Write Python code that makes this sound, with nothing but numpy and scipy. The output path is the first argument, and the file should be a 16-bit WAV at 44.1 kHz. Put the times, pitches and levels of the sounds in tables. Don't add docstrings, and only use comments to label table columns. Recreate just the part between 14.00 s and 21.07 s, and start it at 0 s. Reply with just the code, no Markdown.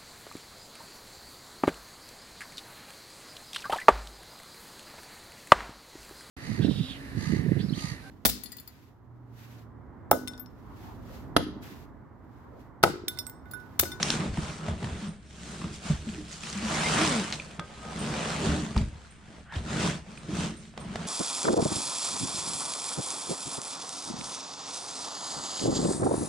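import sys
import numpy as np
from scipy import signal
from scipy.io import wavfile
from scipy.ndimage import uniform_filter1d

SR = 44100
rng = np.random.default_rng(int(sys.argv[2]) if len(sys.argv) > 2 else 0)


def dump_mix(stems):
    frames = np.atleast_2d(stems).T
    limited = np.clip(frames, -1, 1)
    pcm = np.round(limited * 32767).astype(np.int16)
    wavfile.write(sys.argv[1], SR, pcm)


N = 311787
GRID = np.arange(0, N + 128, 128) / SR
PANEL_SPREAD = 1.085

# peak time in seconds, rise in seconds, fall in seconds,
# relative rubbing level in dB, relative brightness in dB, relative panel drumming level in dB.
STROKE_ROWS = [(0.0, .05, 0.037, -34, -13, -29), (.13, 0.38, 0.13, -35.5, -1.5, -32.5),
               (.24, 0.27, 0.12, -38, -9, -29), (.44, 0.24, 0.37, -41.5, -5, -37),
               (.69, 0.13, 0.12, -41.5, -9.5, -31), (.85, 0.19, 0.39, -44.5, -7, -35.5),
               (1.05, 0.26, 0.11, -47, -4.5, -55), (1.5, 0.3, 0.45, -47, -2, -41),
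               (1.66, 0.2, 0.19, -48.5, -6, -37.5), (1.75, 0.083, 0.079, -51.5, 5, -60),
               (1.886, 0.12, 0.18, -40.5, -3, -44), (2.1, 0.2, 0.43, -50, -1, -40),
               (2.33, 0.11, 0.19, -49, 1, -63), (2.45, 0.056, 0.32, -43.5, 0, -43.5),
               (2.72, 0.17, 1, -35, -5, -34.5), (3.03, 0.6, 0.37, -28.5, -4, -29),
               (3.35, 0.035, 0.058, -52.5, 14, -41), (3.47, 0.12, 0.21, -59, -5, -62),
               (3.62, 0.088, 0.042, -53.5, -22.5, -49.5), (3.86, 0.074, 0.36, -72, -24, -45.5),
               (4.05, 0.19, 0.3, -47.5, 5, -30.5), (4.32, 0.72, 0.34, -34.5, -6.5, -35),
               (4.469, 0.15, 0.39, -35.5, -5, -25.5), (4.779, 0.04, 0.12, -42.5, -5.5, -28),
               (5.05, 1, 0.27, -56.5, -5.5, -68), (5.37, 0.36, 0.18, -55, -6.5, -48.5),
               (5.56, 0.048, 0.12, -43, -6.5, -40.5), (5.72, 0.12, 0.25, -40, -6.5, -32.5),
               (5.863, 0.24, 0.15, -32, -5, -25.5), (6.12, 0.16, 0.47, -51.5, -6, -46),
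               (6.421, 0.2, 0.16, -37.5, -4, -27.5), (6.64, 0.31, 0.2, -57.5, -1.5, -45.5),
               (6.8, 0.078, 0.27, -48.5, -9, -41.5), (6.98, 0.17, 1, -43.5, -7, -35.5)]
# start in seconds, relative level in dB, settled pitch in Hz,
# time to fall 60 dB in seconds.
THUMP_ROWS = [(0.219, -29, 198, 0.18), (0.287, -20.5, 66, 0.065), (0.38, -17, 150, 0.053),
              (0.689, -22.5, 99, 0.089), (0.72, -28.5, 69, 0.13), (0.833, -22, 122, 0.073),
              (0.918, -29, 72, 0.13), (1.02, -32.5, 204.3, 0.35), (1.069, -32, 167, 0.2),
              (1.64, -22, 164, 0.095), (1.85, -30.5, 187, 0.088), (1.9, -14, 152.4, 0.093),
              (2.069, -27.5, 218, 0.12), (2.179, -31, 303, 0.14), (2.55, -32.5, 202, 0.39),
              (2.627, -27, 217, 0.35), (3.587, -31, 166, 0.1), (4.425, -31, 387, 0.19),
              (4.43, -31, 102, 0.12), (4.487, -23.5, 75, 0.31), (4.765, -22.5, 215, 0.11),
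              (4.768, -11, 68, 0.087), (4.808, -24, 43.7, 0.19), (5.566, -20, 79.2, 0.064),
              (6.07, -38.5, 196, 0.11), (6.289, -27, 303, 0.093), (6.325, -21.5, 186, 0.11),
              (6.85, -29.5, 171, 0.08), (6.891, -31.5, 193, 0.14)]


def amp(db):
    return 10 ** (np.asarray(db) / 20)


def evened(x):
    return x / np.sqrt(np.mean(x ** 2) + 1e-20)


def read(points, hz):
    f, value = np.transpose(points)
    return np.interp(np.log(hz + 1), np.log(f + 1), value)


def curve(rows, order, t):
    return np.interp(t, [r[0] for r in rows], [r[order] for r in rows])


def add(mix, s, sound):
    part = mix[..., round(s * SR):][..., :sound.shape[-1]]
    part += sound[..., :part.shape[-1]]


def sides(db):
    return amp(np.array([db / 2, -db / 2]))


def smooth(power):
    return np.interp(np.arange(N), np.arange(len(power)) * 128, np.sqrt(power))


def resonate(x, hz, width):
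    turn = np.exp(2j * np.pi * np.cumsum(hz * np.ones(x.shape[-1])) / SR)
    r = np.exp(-np.pi * width / SR)
    return 2 * (turn * signal.lfilter([1 - r], [1, -r], x / turn)).real


def resonate_twice(x, hz, width):
    return resonate(resonate(x, hz, width), hz, width)


def hiss(field_db):
    # frequency in Hz, left-right likeness from 0 to 1.
    likeness = [(200, 0.39), (500, 0.87), (1000, 0.24), (2200, 0.55), (4500, 0.67), (7000, 0.021)]
    # frequency in Hz, left-right difference in dB.
    balance = [(500, -1), (1200, 1), (4500, -0.5), (8500, -2.5), (12000, 0)]
    frames, hz = N // 128 + 5, np.fft.rfftfreq(512, 1 / SR)[:, None]
    a, b, c, d = rng.standard_normal((frames, 257, 4)).T
    same = np.clip(read(likeness, hz), 0, 1)
    left = a + 1j * b
    right = same * left + np.sqrt(1 - same ** 2) * (c + 1j * d)
    level = amp(field_db(hz, np.arange(frames) * 128 / SR))
    z = np.array([left, right]) * sides(read(balance, hz)) * level
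    return signal.istft(z, nperseg=512, noverlap=384)[1][:, :N]


def strokes(order, spread, t):
    s, rise, fall, db = np.transpose(STROKE_ROWS)[[0, 1, 2, order], :, None]
    before, after = (s - t) / np.maximum(rise, .02), (t - s) / np.maximum(fall, .02)
    away = np.where(t < s, before, after) / spread
    return amp(2 * np.maximum(db - 24 * away ** 1.52, -140))


def shakes(over_db, db_per_octave, t60):
    s, db, hz = np.transpose(THUMP_ROWS)[:3, :, None]
    after = np.maximum(GRID - s, 0)
    level = db + over_db + db_per_octave * np.log2(hz / 70) - 60 * after / t60
    return ((GRID > s) * amp(2 * level)).sum(0)


def quiet():
    # frequency in Hz, relative level in dB per Hz.
    spectrum = [(20, 0.5), (64, 6), (110, 17.5), (200, 4.5), (390, -16), (770, -29), (1400, -6),
                (3000, -13), (6000, -28), (8700, -17.5), (15000, -74)]
    hum = evened(resonate_twice(rng.standard_normal(N), 65.6, 10.4))
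    air = evened(hiss(lambda hz, t: read(spectrum, hz) + 0 * t))
    return amp(-55.5) * air + amp(-54.5) * hum


def scrape():
    # frequency in Hz, relative level in dB per Hz.
    spectrum = [(180, -36), (300, -11), (450, -11), (610, -8), (900, -9), (1300, -9), (2000, -13),
                (3200, -14), (5000, -18), (8000, -18.5), (15000, -29)]

    def field_db(hz, t):
        patches = uniform_filter1d(rng.standard_normal((len(hz), len(t))), size=5, axis=0)
        patches = evened(uniform_filter1d(patches, size=14, axis=1))
        power = strokes(order=3, spread=0.92, t=t)
        bright = np.transpose(STROKE_ROWS)[4] @ power / power.sum(0)
        tilt = (bright + 4.64) * np.clip(np.log2(hz / 1500 + 1e-3) / 1.65, -.9, 1.2)
        return read(spectrum, hz) + tilt + 1.64 * patches

    flecks = amp(3.5 * np.minimum(rng.exponential(1, N), 3)) * (rng.random(N) < 200 / SR)
    catches = signal.oaconvolve(flecks, np.hanning(90), "same")
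    grain = 1 + .1 * catches / catches.mean()
    power = strokes(order=3, spread=1, t=GRID).sum(0)
    return evened(hiss(field_db) * grain) * smooth(power) * amp(2.5)


def drumming(modes, power, per_s, spread_db):
    kicks = rng.standard_normal(N) * amp(spread_db * np.minimum(rng.exponential(1, N), 3))
    kicks = kicks * (rng.random(N) < per_s / SR)
    ring = sum(amp(db) * resonate_twice(kicks, hz, 1.33 * w) / np.sqrt(w) for hz, w, db in modes)
    loud = np.sqrt(abs(uniform_filter1d(ring ** 2, size=3000)) + 1e-12)
    return ring / loud * smooth(power)


def panels():
    # frequency in Hz, nominal width in Hz, relative level in dB.
    modes = [(135.4, 43, -5), (158.2, 23.6, 1), (180.3, 35.4, 2.5), (213, 19, 1), (258.4, 23.7, -4.5),
             (297.8, 24.7, -2.5), (342.3, 37, -4.5), (390.3, 36, -9.5), (594, 57, -13)]
    force = strokes(order=5, spread=PANEL_SPREAD, t=GRID).sum(0)
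    rattle = shakes(over_db=-16, db_per_octave=2.5, t60=0.23)
    return amp(-3.0) * drumming(modes, force + rattle, per_s=400, spread_db=3.0)


def shudder():
    # frequency in Hz, nominal width in Hz, relative level in dB.
    modes = [(42, 75, -38), (61, 48, 4), (79, 23, 4.5)]
    force = strokes(order=5, spread=PANEL_SPREAD, t=GRID).sum(0) * amp(2 * -15)
    shake = shakes(over_db=-11.5, db_per_octave=-3, t60=0.42)
    return drumming(modes, force + shake, per_s=120, spread_db=3.5)


def snaps():
    # start in seconds, relative peak level in dB, ringing frequency in Hz,
    # broad crack against the ringing in dB, time to fall 60 dB in seconds.
    rows = [(0.028, -14.5, 5430, 5.5, 0.012), (0.1026, -14, 5520, 9, 0.0068), (0.372, -32, 900, 5, 0.019),
            (0.682, -29.5, 667, -1, 0.023), (0.8267, -34, 775, 6, 0.019), (0.843, -32.5, 600, 19, 0.016),
            (1.6146, -38.5, 1090, 7, 0.027), (1.6407, -36.5, 1200, 4, 0.015),
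            (2.0893, -36, 2560, 6, 0.0075), (2.146, -37, 2450, 14, 0.0091), (2.282, -43, 5000, 9, 0.0095),
            (2.3143, -37, 6600, 6, 0.0084), (2.327, -36, 6490, 5, 0.016), (2.407, -40, 7000, -3, 0.008),
            (2.435, -31, 2602, 9, 0.0071), (2.4702, -29.5, 1980, 17.5, 0.0043),
            (2.4999, -32.5, 6515, 3, 0.0078), (2.5282, -29, 6040, 9, 0.0074), (2.576, -35, 7030, 0, 0.0074),
            (2.705, -29.5, 636, 3, 0.055), (3.075, -21, 4870, 6, 0.01), (3.325, -20, 3990, 12, 0.0048),
            (3.3306, -29, 4150, 8, 0.014), (3.3346, -32, 3300, 15, 0.04), (3.398, -30.5, 2450, -8, 0.015),
            (3.507, -47, 2580, -9.5, 0.013), (3.5943, -25, 1300, 11, 0.018), (4.7628, -27, 950, 2.5, 0.016),
            (4.7775, -27.5, 4650, 6, 0.0064), (4.782, -37, 2300, 13, 0.022), (5.047, -53, 1470, -8, 0.011),
            (5.523, -38, 894, 5, 0.018), (5.538, -38, 3620, 1, 0.013), (5.558, -35, 3100, 6, 0.021),
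            (6.174, -39, 2430, 3, 0.013), (6.7381, -48.5, 729, 0, 0.012), (6.776, -29, 780, 6.5, 0.012),
            (6.8467, -42, 630, -2, 0.013), (6.9563, -24, 690, 2.5, 0.015)]
    out, t = np.zeros((2, N)), np.arange(1800) / SR
    for (s, db, hz, broad_db, t60), burst in zip(rows, rng.standard_normal((len(rows), 3, 1800))):
        t60 = max(t60, .003)
        fade = amp(-60 * t / t60) * (1 - np.exp(-t / (0.081 * t60)))
        burst = (burst[0] + .5 * burst[1:]) * fade
        swing = burst + .4 * fade * np.sin(2 * np.pi * hz * t)
        ring = resonate_twice(swing, hz, 320 + .09 * hz)
        body = resonate_twice(burst, 900 + 0.56 * hz, 3300)
        broad = resonate(burst, 2800, 6500) + 5.4 * body
        crack = ring / abs(ring).max() + amp(broad_db) * broad / abs(broad).max()
        add(out, s, amp(db + 5.5) * crack / abs(crack).max())
    return out


def thumps():
    out, t = np.zeros(N), np.arange(9000) / SR
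    for s, db, hz, t60 in THUMP_ROWS:
        swing = np.sin(2 * np.pi * hz * (t + 0.0016 * (1 - np.exp(-t / 0.0024))))
        fade = amp(db + 5.0 - 60 * t / max(t60, .02))
        add(out, s, fade * (1 - np.exp(-t / 0.0072)) * swing)
    return out


def pings():
    # start in seconds, relative level in dB.
    blows = [(1.0767, -49.5), (3.991, -37), (5.106, -54), (6.1774, -52.5), (6.3844, -49), (6.5665, -48.5),
             (6.7999, -48)]
    # frequency in Hz, nominal width in Hz, relative level in dB, time to fall 60 dB in seconds.
    modes = [(8800, 570, -4.5, 0.18), (14500, 250, -13, .2)]
    out, t = np.zeros(N), np.arange(9000) / SR
    for (s, blow_db), jingle in zip(blows, rng.standard_normal((len(blows), 9000))):
        for hz, w, db, t60 in modes:
            fade = amp(blow_db + db - 60 * t / t60)
            add(out, s, fade * evened(resonate_twice(jingle, hz, w)))
    return out * sides(-11.5)[:, None]


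def squeak(rows, partials, width, clean):
    t = np.arange(rows[0][0], rows[-1][0], 1 / SR)
    ring = np.zeros(len(t))
    for multiple, db in partials:
        hz = multiple * curve(rows, order=1, t=t)
        fuzz = evened(resonate_twice(rng.standard_normal(len(t)), hz, width))
        tone = np.sin(2 * np.pi * np.cumsum(hz) / SR)
        ring += amp(db) * (clean * tone + (1 - clean) * fuzz)
    return ring * amp(curve(rows, order=2, t=t)) * signal.windows.tukey(len(t), .03)


def add_rasps(mix):
    # start in seconds, length in seconds, first frequency in Hz, last frequency in Hz,
    # relative level in dB.
    rows = [(2.841, 0.032, 2050, 2140, -33.5), (2.952, 0.062, 1360, 1100, -34),
            (2.957, 0.032, 1980, 1920, -36)]
    for s, length, from_hz, to_hz, db in rows:
        glide = [(s, from_hz, db), (s + length, to_hz, db)]
        add(mix, s, squeak(glide, [(1, 0)], width=160, clean=.3))


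def groan(rows):
    t = np.arange(rows[0][0], rows[-1][0], 1 / SR)
    jitter = 1 + 0.041 * evened(uniform_filter1d(rng.standard_normal(len(t)), size=200))
    phase = np.pi * np.cumsum(curve(rows, order=1, t=t) * jitter) / SR
    partials_db = [-38.0, 2.0, -30.0, -8.5, -24.0, -20.0]
    tone = sum(amp(db) * np.sin(k * phase) for k, db in enumerate(partials_db, 1))
    return amp(curve(rows, order=2, t=t)) * tone * signal.windows.tukey(len(t), .15)


def add_groans(mix):
    # time in seconds, second partial in Hz, relative level in dB.
    groan_tables = [
        [(2.96, 254, -37), (3.02, 319.6, -26), (3.07, 307, -34.5), (3.13, 253.3, -31), (3.19, 209.2, -30),
         (3.24, 172, -32.5)],
        [(4.43, 271.7, -64), (4.5, 289.4, -29.5), (4.6, 305.4, -37.5), (4.66, 255, -46)],
    ]
    for rows in groan_tables:
        add(mix, rows[0][0], groan(rows))


def add_thin_tone(mix):
    # time in seconds, frequency in Hz, relative level in dB.
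    rows = [(3.596, 1250, -38), (3.645, 1250, -46), (3.69, 1250, -61), (3.78, 1250, -53),
            (3.865, 1252, -44), (3.92, 1255, -47), (3.95, 1255, -59)]
    # multiple of that frequency, relative level in dB.
    partials = [(1, 0), (1.256, -8)]
    add(mix, rows[0][0], squeak(rows, partials, width=25, clean=.9))


def add_edge_rub(mix):
    # time in seconds, frequency in Hz, relative level in dB.
    rows = [(5.455, 1400, -60), (5.5, 1500, -51), (5.545, 1720, -43), (5.575, 1750, -56)]
    # multiple of that frequency, relative level in dB.
    partials = [(.5, -8), (1, 0), (2, -15)]
    add(mix, rows[0][0], squeak(rows, partials, width=550, clean=0))


def room(x):
    # frequency in Hz, time to fall 60 dB in seconds.
    decay = [(150, 0.061), (1000, 0.12), (4000, 0.31), (10000, 0.49)]
    taps = np.zeros((2, 20000))
    at = np.arange(120, 19960, 20) + rng.integers(0, 20, (2, 992))
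    np.put_along_axis(taps, at, rng.choice([-1., 1.], at.shape), 1)
    hz, t, z = signal.stft(taps, SR, nperseg=256)
    fade = amp(-60 * t / read(decay, hz)[:, None])
    tail = signal.istft(z * fade, SR, nperseg=256)[1]
    return signal.fftconvolve(x, tail / np.linalg.norm(tail[0]), axes=1)[:, :N]


def scene():
    box = panels() + shudder() + thumps()
    add_rasps(box)
    add_groans(box)
    add_edge_rub(box)
    sharp = snaps() + pings()
    lows = box + amp(-6) * room(np.array([box, box]))
    add_thin_tone(lows)
    return lows + sharp + amp(-9) * room(sharp) + scrape() + quiet()


def record(dry):
    main = signal.sosfilt(signal.butter(9, 9400, fs=SR, output="sos"), dry)
    top = signal.sosfilt(signal.butter(4, 10500, "high", fs=SR, output="sos"), dry)
    edge = signal.firwin(1023, 15700, window=("kaiser", 9), fs=SR)
    return signal.oaconvolve(main + amp(-22.0) * top, edge[None], "same")


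dry = scene()
out = record(dry)
dump_mix(out)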